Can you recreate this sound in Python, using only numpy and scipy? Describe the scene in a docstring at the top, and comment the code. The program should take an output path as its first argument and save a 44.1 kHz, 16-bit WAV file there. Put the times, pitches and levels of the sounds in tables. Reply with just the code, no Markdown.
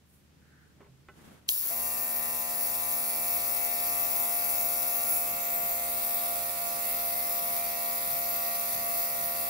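"""The jet of an airbrush hisses in a small room: turbulence in wavering bands, heard at two microphones.
It blows aside, then sweeps over taped paper, which throws an inverted echo back; its draughts rumble low.
Before that, the fan hums as a sinking sine over room noise, and the tool is picked up with soft swells,
knocks, a thump and a slide on the bench; the trigger valve snaps as ringing modes over a dull thud.
The pressure switch starts a piston pump: stroke partials and gated noise, slowing a little under load."""
import sys
import numpy as np
from scipy import signal
from scipy.fft import rfft, irfft, next_fast_len
from scipy.io import wavfile
from scipy.ndimage import map_coordinates

SR = 44100
rng = np.random.default_rng(int(sys.argv[2]) if len(sys.argv) > 2 else 0)


def wav_record(signal):
    """Record a signal, one row per channel, as 16-bit PCM in the file named by sys.argv[1]."""
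    frames = np.transpose(np.atleast_2d(signal))
    bounded = np.clip(frames, -1, 1)
    # unit amplitude maps onto the largest positive 16-bit level
    quanta = np.round(bounded * 32767).astype(np.int16)
    wavfile.write(sys.argv[1], SR, quanta)


N = 418509
TIME = np.arange(N) / SR
SIZE = next_fast_len(N)
HZ = np.maximum(np.arange(SIZE // 2 + 1) * SR / SIZE, 1)
CUTOFF_HZ = 15740   # top of what is heard


def from_db(db):
    """Gain of a level in dB."""
    return 10 ** (np.asarray(db) / 20)


def rms_one(x):
    """Scaled to unit power."""
    return x / np.sqrt(np.mean(x ** 2) + 1e-20)


def in_time(rows):
    """Columns of a table after its seconds, one value a sample."""
    s, *columns = np.transpose(rows)
    return [np.interp(TIME, s, column) for column in columns]


def in_hz(rows):
    """Columns of a table after its Hz, one value a frequency bin, on a log scale."""
    hz, *columns = np.transpose(rows)
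    return np.array([np.interp(np.log(HZ), np.log(hz), column) for column in columns])


def shaped(x, response):
    """Sound passed through a frequency response."""
    return irfft(rfft(x, SIZE) * response, SIZE)[..., :N]


def band_filter(order, low_hz, high_hz):
    """Band-pass filter sections."""
    return signal.butter(order, [low_hz, high_hz], "band", fs=SR, output="sos")


def drift(rate):
    """Slow random wander of unit power, with 2 * rate knots a second."""
    knots = rng.standard_normal(int(N / SR * rate * 2) + 2)
    return rms_one(map_coordinates(knots, [TIME[::64] * rate * 2], order=3).repeat(64)[:N])


def bell(s, half):
    """A smooth rise and fall of height 1."""
    return np.exp(-((TIME - s) / half) ** 2 * 1.44)


# Likeness of the two microphones. Each row: frequency in Hz, left-right likeness from -1 to 1.
ROOM_LIKENESS = [(60, 0.18), (180, 0.74), (550, 0.29), (1650, 0.17), (4970, -0.021), (15000, -0.043)]


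def alike_noise(response):
    """Stereo noise of unit power; how alike the microphones are depends on frequency."""
    alike = np.clip(in_hz(ROOM_LIKENESS)[0], -1, 1)
    mid, side = rfft(rng.standard_normal((2, N)), SIZE)
    both = np.sqrt(1 + alike) * mid + np.sqrt(1 - alike) * side * np.array([[1], [-1]])
    return rms_one(irfft(both * response, SIZE)[:, :N])


# Colour of the room air. Each row: frequency in Hz, relative level in dB per Hz.
ROOM_COLOUR = [(15, -56), (30, -42), (55, -13.5), (100, -13.5), (140, -6.5), (200, -12.5), (330, -18),
               (700, -27.5), (3100, -32), (15700, -41.5)]
# Course of room air and fan hum. Each row: time in seconds, level change in dB.
ROOM_COURSE = [(0, -2), (.4, 0), (1, -0.5), (9.49, -7)]
ROOM_DB = -61


def room_air():
    """Broad noise of the small room, strongest in the lows."""
    return from_db(ROOM_DB + in_time(ROOM_COURSE)[0]) * alike_noise(from_db(in_hz(ROOM_COLOUR)[0]))


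FAN_HZ, FAN_SAG_HZ_PER_S, FAN_START_TURNS, FAN_DB = 76.412, .1661, .67, -66.5


def fan_hum():
    """A slowly sinking sine, a little louder at the right; it beats with the pump's stroke."""
    turns = FAN_START_TURNS + (FAN_HZ - FAN_SAG_HZ_PER_S * TIME / 2) * TIME
    level = from_db(FAN_DB + in_time(ROOM_COURSE)[0] + 0.77 * drift(4.7))
    return np.sqrt(2) * level * np.sin(2 * np.pi * turns) * from_db([[-1.2], [1.2]])


def lumpy_noise():
    """Stereo noise whose level wavers fast, in lumps."""
    return alike_noise(1) * from_db(1.5 * drift(30))


def band_swells(rows):
    """Band-limited noise swelling and fading once for each row."""
    out, noise = np.zeros((2, N)), lumpy_noise()
    for s, half, db, low_hz, high_hz in rows:
        span = slice(max(round((s - 2 * half) * SR), 0), round((s + 2 * half) * SR))
        band = signal.sosfilt(band_filter(2, low_hz, high_hz), noise[:, span])
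        out[:, span] += from_db(db) * rms_one(band) * bell(s, half)[span]
    return out


# Handling rustle and, at the end, the noise of the pump spinning up.
# Each row: centre in seconds, half length in seconds, level in dB, low edge and high edge in Hz.
SOFT_SWELLS = [(.15, 0.089, -67, 8000, 15500), (.57, 0.18, -66, 1400, 1840),
               (0.83, 0.062, -60.5, 150, 1100), (1.56, 0.083, -55.5, 250, 2970),
               (1.635, 0.01, -53, 800, 4500), (1.675, 0.062, -47.5, 200, 2520)]


def soft_swells():
    """Soft band-limited swells: handling rustle, and at the end the noise of the pump spinning up."""
    return band_swells(SOFT_SWELLS)


def ring(at_s, modes, peak_db, contact_s, crack_db, tilt_db=0):
    """One blow: a short rough contact drives the modes and is heard itself as a crack."""
    out, t = np.zeros(N), np.arange(SR // 4) / SR
    body = np.zeros(len(t))
    for hz, level_db, t60 in modes:
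        mode_db = level_db + tilt_db * np.log2(hz / 1000) - 60 * t / min(t60, .12)
        body += from_db(mode_db) * np.sin(2 * np.pi * hz * t)
    contact = rng.standard_normal(len(t)) * t / (t + contact_s / 4) * np.exp(-t / contact_s)
    low_hz, high_hz = 0.6 * modes[0][0], modes[-2][0]
    crack = signal.sosfilt(band_filter(2, low_hz, high_hz), contact)
    crack = signal.sosfilt(signal.butter(4, high_hz, fs=SR, output="sos"), crack)
    blow = signal.fftconvolve(contact, body)[:len(t)]
    blow = blow / np.abs(blow).max() + from_db(crack_db) * crack / np.abs(crack).max()
    out[round(at_s * SR):][:len(t)] = from_db(peak_db) * blow
    return out


# Knocks of hand and tool on the bench; the last is the dull thud under the valve snap.
# Each row: start in seconds, level in dB, brightness in dB per octave, contact decay in seconds.
KNOCKS = [(.804, -48, -9, .006), (.811, -49, -4, .004), (.845, -56, -6, .003), (.866, -53, -9, .005),
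          (1.0845, -44, 1, .004), (1.096, -51, 0, .006), (1.49, -46, -8, .004)]
# Modes of the bench. Each row: frequency in Hz, level in dB, 60 dB decay in seconds.
BENCH = [(398, -3, .1), (595, -1, .08), (820, -7, .06), (1070, -5, .07), (1340, -3, .07), (1495, -4, .1),
         (1780, -7, .07), (2003, -7, .07), (2186, -6, .08), (2500, -9, .05), (2900, -8, .05),
         (3500, -11, .04)]


def knocks():
    """Blows, and the last dull thud, that ring one set of modes; the brighter, the louder the crack."""
    mono = sum(ring(s, BENCH, db, contact_s, tilt - 3, tilt) for s, db, tilt, contact_s in KNOCKS)
    return mono * from_db([[-1.5], [1.5]])


def thump():
    """The bench top booms once: a low mode that swells in fast and dies."""
    start_s, db, hz, t60_s, rise_s = .878, -49, 132, .5, .006
    t = np.maximum(TIME - start_s, 0)
    return from_db(db - 60 * t / t60_s) * t / (t + rise_s) * np.sin(2 * np.pi * hz * t)


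# Colour of the slide. Each row: frequency in Hz, relative level in dB per Hz.
SLIDE_COLOUR = [(90, -15), (160, 0.5), (260, -4.5), (500, -12), (1500, -16.5), (3300, -24), (5000, -29),
                (11000, -27.5), (15500, -34)]


def slide():
    """Something slides over the bench: one swell of lumpy noise, strongest in the lows."""
    centre_s, half_s, db = 1.27, 0.15, -52
    scrape = rms_one(shaped(lumpy_noise(), from_db(in_hz(SLIDE_COLOUR)[0])))
    return from_db(db) * bell(centre_s, half_s) * scrape


TOOTH_HZ = 915   # spacing at which a close surface rings the treble


def jet_noise(patchy_db, sputter_db):
    """Turbulence in bands that waver apart, the higher the more: one shared part, one for each microphone."""
    white = rng.standard_normal((3, N)) * from_db(sputter_db * drift(400))
    spectrum, band = rfft(white, SIZE), np.clip(np.round(HZ / TOOTH_HZ), 3, 17)
    out = np.zeros((3, N))
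    for k in np.unique(band):
        waver_db = patchy_db * (k + 8) / 22 * (.6 * drift(2.5) + drift(10))
        out += from_db(waver_db) * irfft(spectrum * (band == k), SIZE)[:, :N]
    return out


# The loudest spits: times in seconds.
BIG_SPITS_S = [2.9243, 3.548, 3.6493, 4.0097, 7.5763, 8.5537, 8.5959]
BIG_SPIT_SIZE, SPIT_SIZE, SPITS_PER_S, SPIT_S = 2.2, 0.48, 40, 0.00072   # SPIT_S: decay time


def spitting():
    """Extra gain that jumps at random and at the loudest spits, then dies within milliseconds."""
    starts = (rng.random(N) < SPITS_PER_S / SR) * np.minimum(rng.exponential(1, N), 2) * SPIT_SIZE
    starts[(np.array(BIG_SPITS_S) * SR).astype(int)] = BIG_SPIT_SIZE
    return signal.lfilter([1], [1, -np.exp(-1 / (SPIT_S * SR))], starts + 1e-18)


# First notch of the paper echo; the nearer the nozzle, the higher. Each row: time in seconds, notch in Hz.
PAPER_NOTCH = [(5.2, 4820), (5.5, 5000), (6.2, 6600), (7, 7140), (7.5, 7300), (7.9, 7750), (8.1, 7380),
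               (8.4, 8150), (8.7, 7800), (9.2, 7200), (9.49, 7100)]
PAPER_ECHO, PAPER_DULL_HZ = (.15, .35), 13000   # share thrown back, left and right; paper swallows the top


def off_paper(pair):
    """Adds the inverted, dulled echo, whose delay is one period of the notch."""
    read = np.arange(N) - SR / in_time(PAPER_NOTCH)[0]
    dull = shaped(pair, 1 / (1 + (HZ / PAPER_DULL_HZ) ** 6))
    return pair - np.array([share * map_coordinates(x, [read], order=3) for x, share in zip(dull, PAPER_ECHO)])


# Ringing at a close surface. Each row: frequency in Hz, share sent round again at left, the same at right.
CLOSE_ECHO = [(9000, .15, .12), (11900, .35, .18), (15500, .45, .32)]


def heard(noise, colour, shared, lag_s, echoed=False):
    """The jet from one place: left lags and a close surface echoes; gives treble and body, each levelled."""
    common = np.array([np.roll(noise[0], round(lag_s * SR)), noise[0]])
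    pair = np.sqrt(shared) * common + np.sqrt(1 - shared) * noise[1:]
    echo = in_hz(CLOSE_ECHO)
    comb = np.sqrt(1 - echo ** 2) / (1 - echo * np.exp(-2j * np.pi * HZ / TOOTH_HZ))
    out = shaped(pair, from_db(in_hz(colour)) * comb)
    if echoed:
        out = off_paper(out)
    treble_share = np.clip((HZ - 8000) / 1000, 0, 1)
    treble = shaped(out, treble_share * (HZ < CUTOFF_HZ))
    body = shaped(out, 1 - treble_share)
    treble = treble / np.std(treble, axis=1, keepdims=True)   # both sides even
    body_middle = shaped(out.mean(axis=0), (HZ > 3500) & (HZ < 8000))
    return treble / np.std(treble.mean(axis=0)), body / np.std(body_middle)


# The hand sways the nozzle: one list for left, one for right.
# Each row: centre in seconds, half length in seconds, band gain in dB, band centre in Hz.
SWAYS = [
    [(3.1, .12, -5, 14300), (5.6, .12, 4, 14600), (6.15, .15, 4, 13600), (6.6, .45, -4, 14700),
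     (6.95, .15, 3, 13600), (7.7, .3, 1, 14600), (8.2, 0.12, 1, 13700), (9.3, .15, -2, 14600)],
    [(3.1, 0.33, 5, 10200), (5.15, .06, 5, 11400), (5.5, .15, -3, 10000), (5.75, .15, 2, 13000),
     (7.5, .6, -1, 13600), (8.5, .5, 0, 12200)],
]
SWAY_WIDTH_HZ = 1400


def swayed(treble):
    """Each sway lifts or sinks one band of the treble at one microphone."""
    out = treble.copy()
    for side, rows in enumerate(SWAYS):
        for s, half, db, hz in rows:
            span = slice(round((s - 2 * half) * SR), round((s + 2 * half) * SR))
            sway_filter = band_filter(1, hz - SWAY_WIDTH_HZ / 2, hz + SWAY_WIDTH_HZ / 2)
            band = signal.sosfiltfilt(sway_filter, treble[side, span])
            out[side, span] += (from_db(db * bell(s, half)[span]) - 1) * band
    return out


# Trigger valve opening. Each row: time in seconds, jet gain in dB.
OPENING = [(1.477, -45), (1.483, -9), (1.49, 0)]
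# Air flow through the nozzle. Each row: time in seconds, treble level at the right microphone in dB.
FLOW = [(1.5, -30.5), (1.53, -35.5), (1.61, -37), (2.5, -36.5), (2.72, -35.5), (5.05, -34.5), (5.18, -34.5),
        (5.3, -35), (6.2, -34.5), (9.49, -34.5)]
# Turn to the paper. Each row: time in seconds, share of the jet aimed at the paper.
TURN = [(5.17, 0.1), (5.26, 0.53), (5.6, 0.72)]
# Jet colour aside and at the paper. Each row: frequency in Hz, left and right relative level in dB per Hz.
ASIDE = [(1500, -48.0, -48.0), (3100, -24.0, -24.0), (3600, -21.5, -22.0), (4000, -21.5, -19.5),
         (4500, -21.0, -19.5), (5600, -17.5, -18.5), (6500, -20.5, -20.5), (6900, -17.0, -14.5),
         (7600, -17.0, -18.0), (8400, -17.0, -14.5), (9100, -13.0, -14.5), (9800, -14.5, -13.5),
         (10400, -7.5, -11.0), (11100, -6.0, -10.0), (11900, -4.0, -6.0), (12810, -8.0, -10.0),
         (13720, -3.5, -10.5), (14640, 0.0, -8.0), (15500, -1.5, -5.0)]
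AT_PAPER = [(1500, -44.5, -44.5), (3100, -21.5, -21.0), (3600, -19.0, -20.0), (4000, -22.5, -16.5),
            (4500, -16.0, -15.5), (5600, -16.5, -16.0), (6500, -16.0, -15.0), (6900, -15.5, -12.5),
            (7600, -17.0, -15.5), (8400, -15.0, -11.5), (9100, -14.5, -12.0), (9800, -13.5, -11.0),
            (10400, -11.5, -8.5), (11100, -8.0, -4.5), (11900, -6.0, -4.5), (12810, -2.5, -7.5),
            (13720, -1.0, -9.5), (14640, 0.5, -3.0), (15500, -3.0, 0.5)]
# Aside, then at the paper: body of the hiss relative to the flow, left treble relative to right.
BODY_DB, LEFT_DB = (-10.5, -12.5), (6, 1)
PAPER_SPIT_SHARE = .7   # the jet spits less once it meets the paper


def jet():
    """The hiss turns from aside to the paper, some 6 to 8 cm farther from the left microphone by its lag."""
    aimed = in_time(TURN)[0]
    noise = jet_noise(patchy_db=1.4, sputter_db=1.0)
    spits = spitting()
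    aside = heard(noise * (1 + spits), ASIDE, shared=0.61, lag_s=.00018)
    paper = heard(noise * (1 + PAPER_SPIT_SHARE * spits), AT_PAPER, shared=0.32, lag_s=.00022, echoed=True)
    treble, body = (a * (1 - aimed) + p * aimed for a, p in zip(aside, paper))
    left_db = np.interp(aimed, [0, 1], LEFT_DB)
    treble = swayed(treble) * from_db([left_db, 0 * left_db])
    body = body * from_db(np.interp(aimed, [0, 1], BODY_DB))
    level = from_db(in_time(FLOW)[0] + in_time(OPENING)[0]) * (TIME > OPENING[0][0])
    return level * (treble + body)


# Modes of the trigger valve. Each row: frequency in Hz, level in dB, 60 dB decay in seconds.
VALVE = [(3300, -2, .014), (4300, -3, .012), (6000, -2, .009), (7400, 2, .009), (8200, -1, .006),
         (11200, -5, .005), (12700, -8, .005)]


def valve_snap():
    """The trigger valve snaps open: a very short contact rings high modes, later and softer at the left."""
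    snap = ring(1.4897, VALVE, peak_db=-8.5, contact_s=.0001, crack_db=-5)
    snap = signal.sosfilt(signal.butter(4, 2500, "high", fs=SR, output="sos"), snap)
    return np.array([np.roll(snap, 8), snap]) * from_db([[-2.5], [2.5]])


# Run of the pump. Each row: time in seconds, strokes per second, level in dB.
PUMP = [(1.66, 70, -40), (1.703, 74.9, -15), (1.71, 75.5, -3), (1.76, 78.3, -3), (2.09, 78.25, -2),
        (2.26, 78.13, -1.5), (2.76, 77.76, -1), (3.86, 77.44, 0), (4.47, 77.37, 0), (4.73, 77.27, 0),
        (5.92, 77.03, 0), (9.49, 76.6, 0)]
# Partials of the stroke. Each row: multiple of the stroke rate, left and right level in dB at light load,
# the same two at half load, the same two at full load, left lead in radians.
PARTIALS = [(1, -63, -60, -64, -61, -65, -63, 0.2), (2, -68, -65, -70, -66, -70, -63, -0.4),
            (3, -54, -56, -58, -60, -58, -60, 0.0), (4, -67, -62, -65, -63, -66, -64, -0.1),
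            (5, -68, -60, -72, -61, -74, -63, -1.0), (6, -58, -57, -59, -57, -63, -60, -0.5),
            (7, -58, -52, -56, -52, -54, -51, -0.7), (8, -56, -52, -62, -52, -62, -55, -0.6),
            (9, -51, -44, -45, -41, -42, -39, -1.2), (10, -66, -60, -61, -57, -60, -56, -0.3),
            (11, -66, -46, -66, -48, -58, -50, -2.6), (13, -51, -47, -55, -52, -67, -50, -1.6),
            (14, -64, -55, -69, -57, -58, -60, -3.1), (15, -49, -55, -49, -53, -48, -55, -1.6),
            (16, -70, -72, -64, -68, -56, -62, -2.6), (17, -60, -53, -62, -54, -56, -57, -1.8),
            (18, -69, -66, -76, -52, -60, -51, -3.1), (19, -69, -65, -76, -63, -66, -65, 0.7),
            (20, -57, -63, -64, -69, -69, -68, -2.2), (23, -57, -56, -62, -62, -70, -66, 0.5),
            (24, -60, -59, -70, -62, -68, -59, 0.9), (25, -53, -65, -67, -68, -55, -62, 0.5),
            (26, -62, -64, -56, -58, -72, -72, -0.0), (27, -68, -66, -60, -61, -56, -54, -0.8),
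            (28, -63, -63, -63, -60, -61, -72, -0.4), (29, -62, -65, -59, -57, -60, -60, -0.4),
            (30, -57, -57, -62, -55, -65, -58, -0.4), (31, -66, -66, -62, -66, -62, -59, 0.5),
            (33, -64, -77, -63, -63, -71, -60, 0.2), (34, -61, -57, -53, -52, -61, -65, -2.0),
            (35, -60, -57, -72, -61, -55, -60, -1.5)]
# Valve and casing noise. Each row: frequency in Hz, relative level in dB per Hz.
CASING = [(40, -14), (100, -7.5), (250, -3.5), (500, -2.5), (700, 3.5), (950, -9), (1250, -2), (1600, -5),
          (2100, 0), (2400, 0), (2700, 2), (3100, -52), (5000, -43)]
CASING_DB = -50.5
LOAD_HZ = (76.8, 77.35, 78.1)   # stroke rates at full, half and light load


def pump():
    """Piston strokes: partials that change with load, and valve noise gated by the stroke."""
    rate, level_db = in_time(PUMP)
    strokes = np.cumsum(rate) / SR
    buzz = np.zeros((2, N))
    for multiple, *levels_db, lead in PARTIALS:
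        phase = 2 * np.pi * multiple * strokes + (multiple > 1) * rng.uniform(0, 2 * np.pi)
        waver_db = (.6 + .06 * multiple) * drift(4)   # the upper ones are less steady
        for side in range(2):
            load_db = np.interp(rate, LOAD_HZ, levels_db[side::2][::-1])
            buzz[side] += from_db(load_db + waver_db) * np.sin(phase + lead * (1 - side))
    gate = 1 + 0.41 * np.cos(2 * np.pi * strokes)
    valves = from_db(CASING_DB) * gate * alike_noise(from_db(in_hz(CASING)[0]))
    return from_db(level_db) * (TIME > PUMP[0][0]) * (np.sqrt(2) * buzz + valves)


# Draughts of the jet. Each row: centre in seconds, half length in seconds, level in dB.
DRAUGHTS = [(5.33, .05, -57), (5.6, .11, -56), (6.71, .11, -57), (7.457, .08, -56), (8.105, .094, -57),
            (8.78, 0.066, -52.5), (9.233, 0.095, -52)]
DRAUGHT_LOW_HZ, DRAUGHT_HIGH_HZ = 112, 220


def draughts():
    """The draught of the jet now and then rumbles low."""
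    return band_swells([(*row, DRAUGHT_LOW_HZ, DRAUGHT_HIGH_HZ) for row in DRAUGHTS])


def scene():
    """Everything at the two microphones."""
    contacts = knocks() + thump() + slide()
    return room_air() + fan_hum() + soft_swells() + contacts + jet() + valve_snap() + pump() + draughts()


def record(dry):
    """A steep low-pass cuts the top."""
    return signal.sosfilt(signal.ellip(14, .5, 75, CUTOFF_HZ, fs=SR, output="sos"), dry)


dry = scene()
out = record(dry)
wav_record(out)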